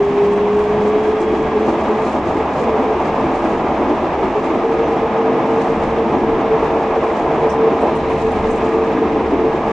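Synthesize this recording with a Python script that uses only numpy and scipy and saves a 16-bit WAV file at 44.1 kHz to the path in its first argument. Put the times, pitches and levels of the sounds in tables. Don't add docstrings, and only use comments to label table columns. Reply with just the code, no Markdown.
import sys
import numpy as np
from scipy import signal
from scipy.fft import rfft, irfft, next_fast_len
from scipy.io import wavfile
from scipy.ndimage import uniform_filter1d

SR = 44100
rng = np.random.default_rng(int(sys.argv[2]) if len(sys.argv) > 2 else 0)


def wrap_up_sound(samples):
    columns = np.atleast_2d(samples).T
    tamed = np.clip(columns, -1, 1)
    steps = np.round(tamed * 32767).astype(np.int16)
    wavfile.write(sys.argv[1], SR, steps)


N = 428652
TIME = np.arange(N) / SR
FFT_SIZE = 2 * next_fast_len(N // 2 + 1)
HZ = np.fft.rfftfreq(FFT_SIZE, 1 / SR)


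# time in seconds, level in dB.
ROAR_LEVEL = [(0, -24.5), (.8, -22.5), (1.57, -22.5), (1.75, -20.5), (3.8, -19.5), (4.5, -21), (5.45, -19),
              (5.9, -21), (7.3, -19), (7.82, -20), (8.02, -22), (9.45, -21.5), (9.72, -19.5)]
# frequency in Hz, relative level in dB.
ROAR_TONE = [(150, -41.5), (380, -5.5), (520, -2), (720, -1.5), (870, -2), (1050, -5.5), (1250, -9),
             (1450, -18), (2000, -26.5), (5000, -78)]
HISS_TONE = [(600, -25.5), (1400, -6), (1900, 0), (2500, -0.5), (3000, -8), (3600, -11.5), (4300, -19),
             (5500, -20.5), (8000, -31), (12000, -75)]
# frequency in Hz, width in Hz, boost in dB.
PANEL_RINGS = [(614, 59, 1), (666, 32, 1.5), (751, 41, 0), (790, 140, 1.5), (1020, 47, 2), (1300, 95, -1),
               (1662, 140, 4.5), (2570, 360, -1)]

def tyres(roar_db=0.63, hiss_db=-34.5, hiss_share=0.17, grit_db=0.74):
    level_db = curves(ROAR_LEVEL)[0]
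    _, _, boost_db = rough_patches()
    panels = resonances(PANEL_RINGS)
    roar = steadied(noise(spectrum(ROAR_TONE) + panels), samples=7000)
    roar *= gain_of(level_db + roar_db + boost_db)
    hiss = noise(spectrum(HISS_TONE) + panels)
    hiss *= gain_of(hiss_db + hiss_share * (level_db - level_db.mean()))
    return (roar + hiss) * gain_of(grit_db * wander(30))


# time in seconds, pitch in Hz.
WHINE_PITCH = [(0, 401), (0.5, 414.5), (1, 428), (1.4, 439), (1.62, 431), (2, 438), (2.7, 444), (4, 451),
               (4.8, 451), (5.25, 449.7), (5.7, 456.2), (6.5, 447.6), (7.5, 449.6), (8.6, 447.8),
               (9.72, 444)]
# time in seconds, level in dB.
WHINE_LEVEL = [(0, -10.5), (.12, -17.5), (.23, -10), (.35, -14.5), (.58, -13), (.66, -17), (.95, -14.5),
               (1.14, -15), (1.22, -17.5), (1.38, -23.5), (1.7, -29.5), (2.12, -39), (2.35, -27),
               (2.52, -38), (3.2, -25), (4.2, -34.5), (4.56, -36), (4.7, -25), (5.5, -24.5), (6.4, -22.5),
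               (7, -25), (7.18, -37), (7.4, -24), (9.72, -26.5)]
# time in seconds, level in dB compared with the first.
SECOND_MOTOR = [(0, -29.5), (1.1, -14.5), (1.5, -10.5), (9.72, -12)]

def motors(steady_db=-1.35, swell_db=-3.0, slower_hz=9, flutter_db=0.8, unrest_db=1.02):
    second_gain = gain_of(curves(SECOND_MOTOR)[0])
    unrest = second_gain / second_gain.max()
    swell_gain, shift_hz = swells()
    pitch = curves(WHINE_PITCH)[0] + shift_hz + 1.5 * wander(6.8) + 3 * unrest * wander(22)
    second_pitch = pitch - slower_hz + 4 * wander(4.92)
    whine = np.sin(phase_of(pitch)) + second_gain * np.sin(phase_of(second_pitch))
    steady_gain = gain_of(curves(WHINE_LEVEL)[0] + steady_db)
    level = np.hypot(steady_gain, gain_of(swell_db) * swell_gain * throb())
    flutter = gain_of((flutter_db + unrest_db * unrest) * wander(30))
    return np.sqrt(2) * whine * level * flutter


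# start in seconds, length in seconds, level in dB, pitch shift in Hz.
WHINE_SWELLS = [(1.412, 0.06, -20, 1), (1.489, 0.025, -14, -2), (1.535, 0.051, -13, -5),
                (1.603, 0.056, -12.5, -1), (1.777, 0.026, -17.5, 9), (1.88, 0.046, -17, 0),
                (1.955, 0.094, -19, -1), (2.304, 0.045, -16.5, -3), (2.395, 0.031, -16, 7),
                (2.664, 0.17, -17, -4), (2.85, 0.085, -18, -4), (3.106, 0.062, -23, -2),
                (4.636, 0.11, -14, 1), (4.782, 0.072, -15, 3.5), (4.88, 0.085, -16.5, -1),
                (5.021, 0.057, -17, 0), (5.161, 0.048, -11, 2), (5.227, 0.12, -18.5, -3.5),
                (5.35, 0.05, -22, 2.5), (5.489, 0.14, -19, -2), (5.696, 0.041, -15, -2.5),
                (5.981, 0.063, -14.5, -4.5), (6.11, 0.036, -24, -18), (6.265, 0.1, -18, 0),
                (6.495, 0.08, -12.5, -1), (6.62, 0.028, -16, 9), (6.755, 0.039, -14.5, 0),
                (6.857, 0.077, -19, -4), (6.952, 0.056, -15, 3.5), (7.042, 0.067, -14.5, -2),
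                (7.291, 0.063, -14.5, 0), (7.418, 0.095, -14.5, -2.5), (7.561, 0.13, -11.5, 0),
                (7.72, 0.055, -15.5, 2), (7.957, 0.057, -17.5, -3.5), (8.106, 0.069, -18, -1.5),
                (8.228, 0.079, -13.5, -1), (8.351, 0.038, -21, -14.5), (8.437, 0.12, -16.5, -2.5),
                (8.62, 0.034, -14.5, -2.5), (8.685, 0.23, -16, -0.5), (8.996, 0.048, -14, -4.5),
                (9.127, 0.058, -16, -4), (9.39, 0.11, -13.5, -3), (9.663, 0.085, -16, 4)]

def swells(edge_s=0.015, arch_share=0.032):
    gain, shift_hz = np.zeros((2, N))
    for start, length, db, hz in WHINE_SWELLS:
        inside_s = length / 2 - abs(TIME - start - length / 2)
        fade = np.clip((1 + inside_s / edge_s) / 2, 0, 1)
        arch = 2 * np.clip(2 * inside_s / length, 0, 1) - 1
        gain += gain_of(db) * fade * (1 + arch_share * arch)
        shift_hz += hz * fade
    return gain, shift_hz


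def throb(rate_hz=7.57, depth_db=0.3, dip_at_s=6.527):
    return gain_of(-depth_db * np.cos(2 * np.pi * rate_hz * (TIME - dip_at_s)))


# frequency in Hz, relative level in dB.
SHAKE_TONE = [(8, -19.5), (20, -0.5), (35, -0.5), (52, -5), (75, -2.5), (95, -2.5), (130, -10.5),
              (250, -44), (600, -86)]
FLOOR_TONE = [(40, -41.5), (90, -18), (115, -8.5), (180, -4), (225, -2), (270, -1), (295, -12.5),
              (340, -27.5), (600, -74.5)]
WALL_TONE = [(150, -46.5), (260, -12), (300, 3), (335, 1), (385, -2.5), (470, -7), (600, -24), (1000, -43),
             (2500, -85)]
# time in seconds, level in dB.
SHAKE_LEVEL = [(0.0, -39), (0.6, -37), (1.58, -36), (3.82, -34), (5.13, -41), (5.78, -34.5), (7.63, -37.5),
               (7.98, -31.5), (8.23, -28.5), (8.68, -36.5), (8.93, -34.5), (9.72, -33.5)]
FLOOR_LEVEL = [(0, -27), (.5, -28.5), (1.3, -27), (2.6, -24), (4.8, -27), (5.9, -22.5), (7.4, -27.5),
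               (8.1, -23), (8.7, -22.5), (9.72, -25.5)]
WALL_LEVEL = [(0, -25), (.6, -28.5), (1.2, -25), (2.6, -27), (3.5, -26.5), (4.8, -22.5), (5.8, -28),
              (6.3, -26), (7.5, -27), (7.85, -21.5), (8.4, -28), (9.1, -23), (9.72, -25.5)]
# start in seconds, level in dB, centre in Hz, spread each way in Hz, decay in seconds.
TRACK_BUMPS = [(.09, -18.5, 258, 13, 0.052), (.945, -13.5, 323, 26, 0.041), (1.205, -16, 341, 52, .05),
               (1.31, -15, 340, 61, .07), (2.345, -15, 335.8, 75, .05), (2.6, -14, 470, 34, 0.068),
               (2.775, -16, 259.6, 16, 0.063), (3.23, -14.5, 340, 50, 0.053), (3.45, -14.5, 333, 32, 0.044),
               (3.788, -13.5, 333, 50, .03), (3.85, -18, 260.4, 22.5, 0.075), (3.895, -8, 342, 66, 0.025),
               (4.01, -14.5, 340, 35, .045), (4.172, -13.5, 384, 69, .025), (4.222, -11.5, 365, 46, 0.048),
               (4.352, -10.5, 416, 12, 0.026), (4.5, -17, 347.3, 65, 0.061), (4.545, -14.5, 221, 16, 0.042),
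               (6.055, -16, 222.7, 15.6, .044), (6.14, -14, 330, 58, 0.034), (6.275, -13.5, 302, 75, 0.042),
               (6.37, -15, 320.2, 81, .035), (7.27, -27.5, 147.2, 19.5, .21), (7.71, -9, 328, 70, 0.028),
               (7.825, -8.5, 615, 250, 0.038), (7.852, -14, 354, 57, 0.038), (8.935, -15, 281.2, 43, .045),
               (9.11, -17, 300, 65, 0.047), (9.315, -9, 337, 80, .045), (9.41, -15, 322, 66, 0.038)]

def car_body():
    floor_boost, wall_boost, _ = gain_of(rough_patches())
    shake = rumble(SHAKE_TONE, SHAKE_LEVEL, offset_db=0.2, surge_db=2.0, samples=9000)
    floor = rumble(FLOOR_TONE, FLOOR_LEVEL, offset_db=-1.54, surge_db=1.0, samples=7000)
    walls = rumble(WALL_TONE, WALL_LEVEL, offset_db=1.6, surge_db=2.0, samples=6000)
    return shake + floor * floor_boost + walls * wall_boost + knocks(TRACK_BUMPS, rise_s=0.0082)


# frequency in Hz, width in Hz, boost in dB.
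CABIN_RINGS = [(67.9, 11, 13.5), (80, 9, 7.5), (151.7, 15, 7), (204, 17, 5), (221.4, 18, 7),
               (260.7, 15.8, 9.5), (298, 17, 1), (335, 13, 5), (357, 36, 5), (449, 90, 6.5)]

def rumble(tone, levels, offset_db, surge_db, samples):
    sound = steadied(noise(spectrum(tone) + resonances(CABIN_RINGS)), samples)
    return sound * gain_of(curves(levels)[0] + offset_db + surge_db * wander(3))


# time in seconds, then boosts in dB for floor, walls and tyre roar.
ROUGH_PATCHES = [(.79, 7, -3, 1), (1.34, 2, 4, -1), (1.74, -1, 2.5, -0.5), (2.8, -3, 0, 1.5),
                 (2.96, -0.5, 6, -0.5), (3.25, 6, 5, -0.5), (3.8, 1.5, 1, 1), (3.919, -3, 4, -0.5),
                 (4.24, 4, 1.5, 0), (5.32, 3, 1, -0.5), (6.12, 6.5, 2.5, 1), (6.761, 0.5, 2.5, 1),
                 (7.32, 4, 1.5, 1), (8.78, -4, 1.5, 0.5)]

def rough_patches(half_length_s=0.066):
    return sum(np.outer(boosts_db, np.exp(-((TIME - middle) / half_length_s) ** 2))
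               for middle, *boosts_db in ROUGH_PATCHES)


# start in seconds, level in dB.
TRACK_JOINTS = [(1.68, -8.5), (4.553, -11.5)]
# frequency in Hz, relative level in dB.
THUD_TONE = [(90, -24), (180, -8), (280, 7), (400, -1), (520, -6), (700, 0), (900, -6), (1400, -25),
             (2500, -46), (8000, -100)]

def joints(push_db=1, push_s=0.00057, rebound_s=0.009, rise_s=0.0015, decay_s=0.014):
    body = steadied(noise(spectrum(THUD_TONE)), samples=400)
    out = np.zeros((2, N))
    for start, db in TRACK_JOINTS:
        push_time = np.array([TIME - start, TIME - start - rebound_s]) / push_s - 2
        pushes = (2 * push_time * np.exp(-push_time ** 2)).sum(0)
        age = np.maximum(TIME - start, 0)
        thud = body * (1 - np.exp(-(age / rise_s) ** 2)) * np.exp(-age / decay_s)
        out += gain_of(db) * (gain_of(push_db) * pushes + thud)
    return out


# time in seconds, hum pitch in Hz, hum level in dB, inverter level in dB.
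DRIVE_PULL = [(0, 194, -38.5, -58), (0.4, 199, -26, -52), (0.8, 205, -25, -51), (1.4, 213.2, -29.5, -50),
              (1.8, 218, -28, -55), (2.15, 221, -28, -59), (2.5, 223, -39.5, -65.5), (4.2, 226, -37, -67.5),
              (5.3, 226, -35.5, -60.5), (6.2, 225, -42, -67), (9.72, 222, -37, -70.5)]
# multiple of the hum's pitch, level in dB.
GEAR_TONES = [(5.48, -41.5), (7.66, -53.5)]

def gearbox(hum_db=-1.3, teeth_db=-2, load_share=0.55):
    pitch, level_db, _ = curves(DRIVE_PULL)
    phase = phase_of(pitch)
    hum = np.sin(phase + 0.45 * wander(20)) * gain_of(level_db + hum_db + 1.7 * wander(6.1))
    teeth = sum(np.sin(multiple * phase + 0.53 * wander(12)) * gain_of(db + 3 * wander(20))
                for multiple, db in GEAR_TONES)
    teeth *= gain_of(teeth_db + load_share * (level_db - level_db.mean()))
    return np.sqrt(2) * (hum + teeth)


# pitch in Hz, relative level in dB.
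INVERTER_TONES = [(1650, -4), (3301, -1.5), (4001, -19.5)]

def inverter(flutter_db=3.5, drift_cycles=0.068):
    out = np.zeros((2, N))
    for side in out:
        for hz, db in INVERTER_TONES:
            tone = np.sin(2 * np.pi * (hz * TIME + drift_cycles * wander(6)))
            side += tone * gain_of(db + flutter_db * wander(14))
    _, _, level_db = curves(DRIVE_PULL)
    return np.sqrt(2) * out * gain_of(level_db)


# frequency in Hz, relative level in dB.
RUSTLE_TONE = [(2000, -32.5), (3300, -6), (3900, 2.5), (4600, -0.5), (5500, -2), (6800, -1), (8000, -5.5),
               (9200, -11.5), (10300, -22.5), (11500, -30)]
# time in seconds, level in dB.
RUSTLE_LEVEL = [(0, -58.5), (.5, -57), (1.25, -57.5), (2.1, -51.5), (2.7, -55), (5.3, -58.5), (5.77, -51),
                (6.15, -63), (7.05, -55.5), (7.66, -63), (8.36, -51), (9.3, -63), (9.72, -54.5)]
# start in seconds, level in dB, centre in Hz, spread each way in Hz, decay in seconds.
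TRIM_SCUFFS = [(0.315, -52, 6400, 2200, .04), (0.58, -56, 7500, 2000, .05), (0.875, -53, 6830, 1518, 0.032),
               (1.195, -49, 6432, 1600, 0.04), (4.835, -49, 6037, 173, 0.023),
               (7.49, -40, 5680, 450, 0.024), (7.492, -47, 7370, 1691, 0.03),
               (7.78, -54.5, 3910, 302, 0.88), (7.8, -49, 7000, 1900, 0.031),
               (7.95, -47, 7670, 1900, 0.019), (8.09, -53, 7960, 2410, 0.034),
               (8.315, -48, 7770, 2200, .02), (8.39, -54.5, 7800, 2200, 0.019),
               (8.5, -45, 7290, 1500, 0.027), (8.555, -45, 7050, 1200, .015),
               (8.645, -50, 7006, 1100, 0.026)]
FITTING_TICKS = [(1.835, -50, 7540, 3480, 0.0086), (2.122, -43, 5180, 3000, 0.0064)]

def loose_trim(rustle_db=1.3, scuff_db=3.0, grain_db=2.0, sway_db=3.0):
    rustle = noise(spectrum(RUSTLE_TONE))
    rustle *= gain_of(curves(RUSTLE_LEVEL)[0] + rustle_db + sway_db * wander(10))
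    scuffs = gain_of(scuff_db) * knocks(TRIM_SCUFFS, rise_s=0.007)
    grain = gain_of(grain_db * wander(120))
    return (rustle + scuffs) * grain + knocks(FITTING_TICKS, rise_s=0.0008)


def knocks(rows, rise_s):
    out = np.zeros((2, N))
    image = stereo_image()
    for start, db, hz, spread, decay_s in rows:
        edges_hz = np.clip([hz - spread, hz + spread], 20, 0.49 * SR)
        band = signal.butter(4, edges_hz, "band", fs=SR, output="sos")
        left, other = signal.sosfilt(band, rng.standard_normal((2, 3 * SR)))[:, SR:]
        alike, lean = [np.interp(hz, HZ, curve) for curve in image]
        right = alike * left + np.sqrt(1 - alike ** 2) * other
        pair = steadied(np.array([left * lean, right / lean]), samples=1300)
        part = out[:, round(start * SR):][:, :len(left)]
        age = TIME[:part.shape[1]]
        envelope = (1 - np.exp(-age / rise_s)) * np.exp(-age / decay_s)
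        part += pair[:, :len(age)] * gain_of(db) * envelope
    return out


def noise(tone_db):
    alike, lean = stereo_image()
    shared, apart = rfft(rng.standard_normal((2, FFT_SIZE)))
    mid, side = np.sqrt(1 + alike) * shared, np.sqrt(1 - alike) * apart
    pair = np.array([(mid + side) * lean, (mid - side) / lean])
    return evened(irfft(pair * gain_of(tone_db))[:, :N])


# frequency in Hz, likeness (1 means the same).
SIDE_LIKENESS = [(20, 1), (70, 0.98), (200, 1), (380, 1), (600, 0.99), (1000, 0.98), (1300, 0.88),
                 (1550, 0.5), (2600, 0.85), (3200, .5), (3900, .56), (4500, .37), (6600, 0.46),
                 (7900, -0.19), (10000, 0)]
# frequency in Hz, left minus right in dB.
SIDE_BALANCE = [(60, .5), (400, 0.5), (750, -1), (1600, 1), (2200, -3), (2650, 0), (3200, -3), (3900, 1.5),
                (4400, -2.5), (5000, 1.5), (6700, 4), (8400, -1), (9450, -9), (10200, -3.5)]

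def stereo_image():
    return np.clip(spectrum(SIDE_LIKENESS), -0.994, 0.994), gain_of(spectrum(SIDE_BALANCE) / 2)


def gain_of(db):
    return 10 ** (np.asarray(db) / 20)


def phase_of(pitch_hz):
    return 2 * np.pi * np.cumsum(pitch_hz) / SR


def evened(x):
    return x / np.sqrt(np.mean(x ** 2) + 1e-20)


def steadied(x, samples):
    return x / np.sqrt(uniform_filter1d((x ** 2).mean(0), samples) + 1e-12)


def curves(rows):
    times, *columns = np.transpose(rows)
    return [np.interp(TIME, times, column) for column in columns]


def spectrum(rows):
    hz, values = np.transpose(rows)
    return np.interp(np.log(HZ + 1), np.log(hz + 1), values)


def resonances(rows):
    return sum(db * np.exp2(-(2 * (HZ - hz) / width) ** 2) for hz, width, db in rows)


def wander(rate_hz):
    smoothing = np.exp(-(HZ / rate_hz) ** 2)
    return evened(irfft(rfft(rng.standard_normal(FFT_SIZE)) * smoothing)[:N])


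def scene():
    return car_body() + joints() + tyres() + motors() + gearbox() + inverter() + loose_trim()


def record(dry, cutoff_hz=11300):
    fades = signal.windows.tukey(N, 0.001)
    lowpass = signal.firwin(511, cutoff_hz, window=("kaiser", 9), fs=SR)
    return signal.oaconvolve(dry * fades, lowpass[None], "same")


dry = scene()
out = record(dry)
wrap_up_sound(out)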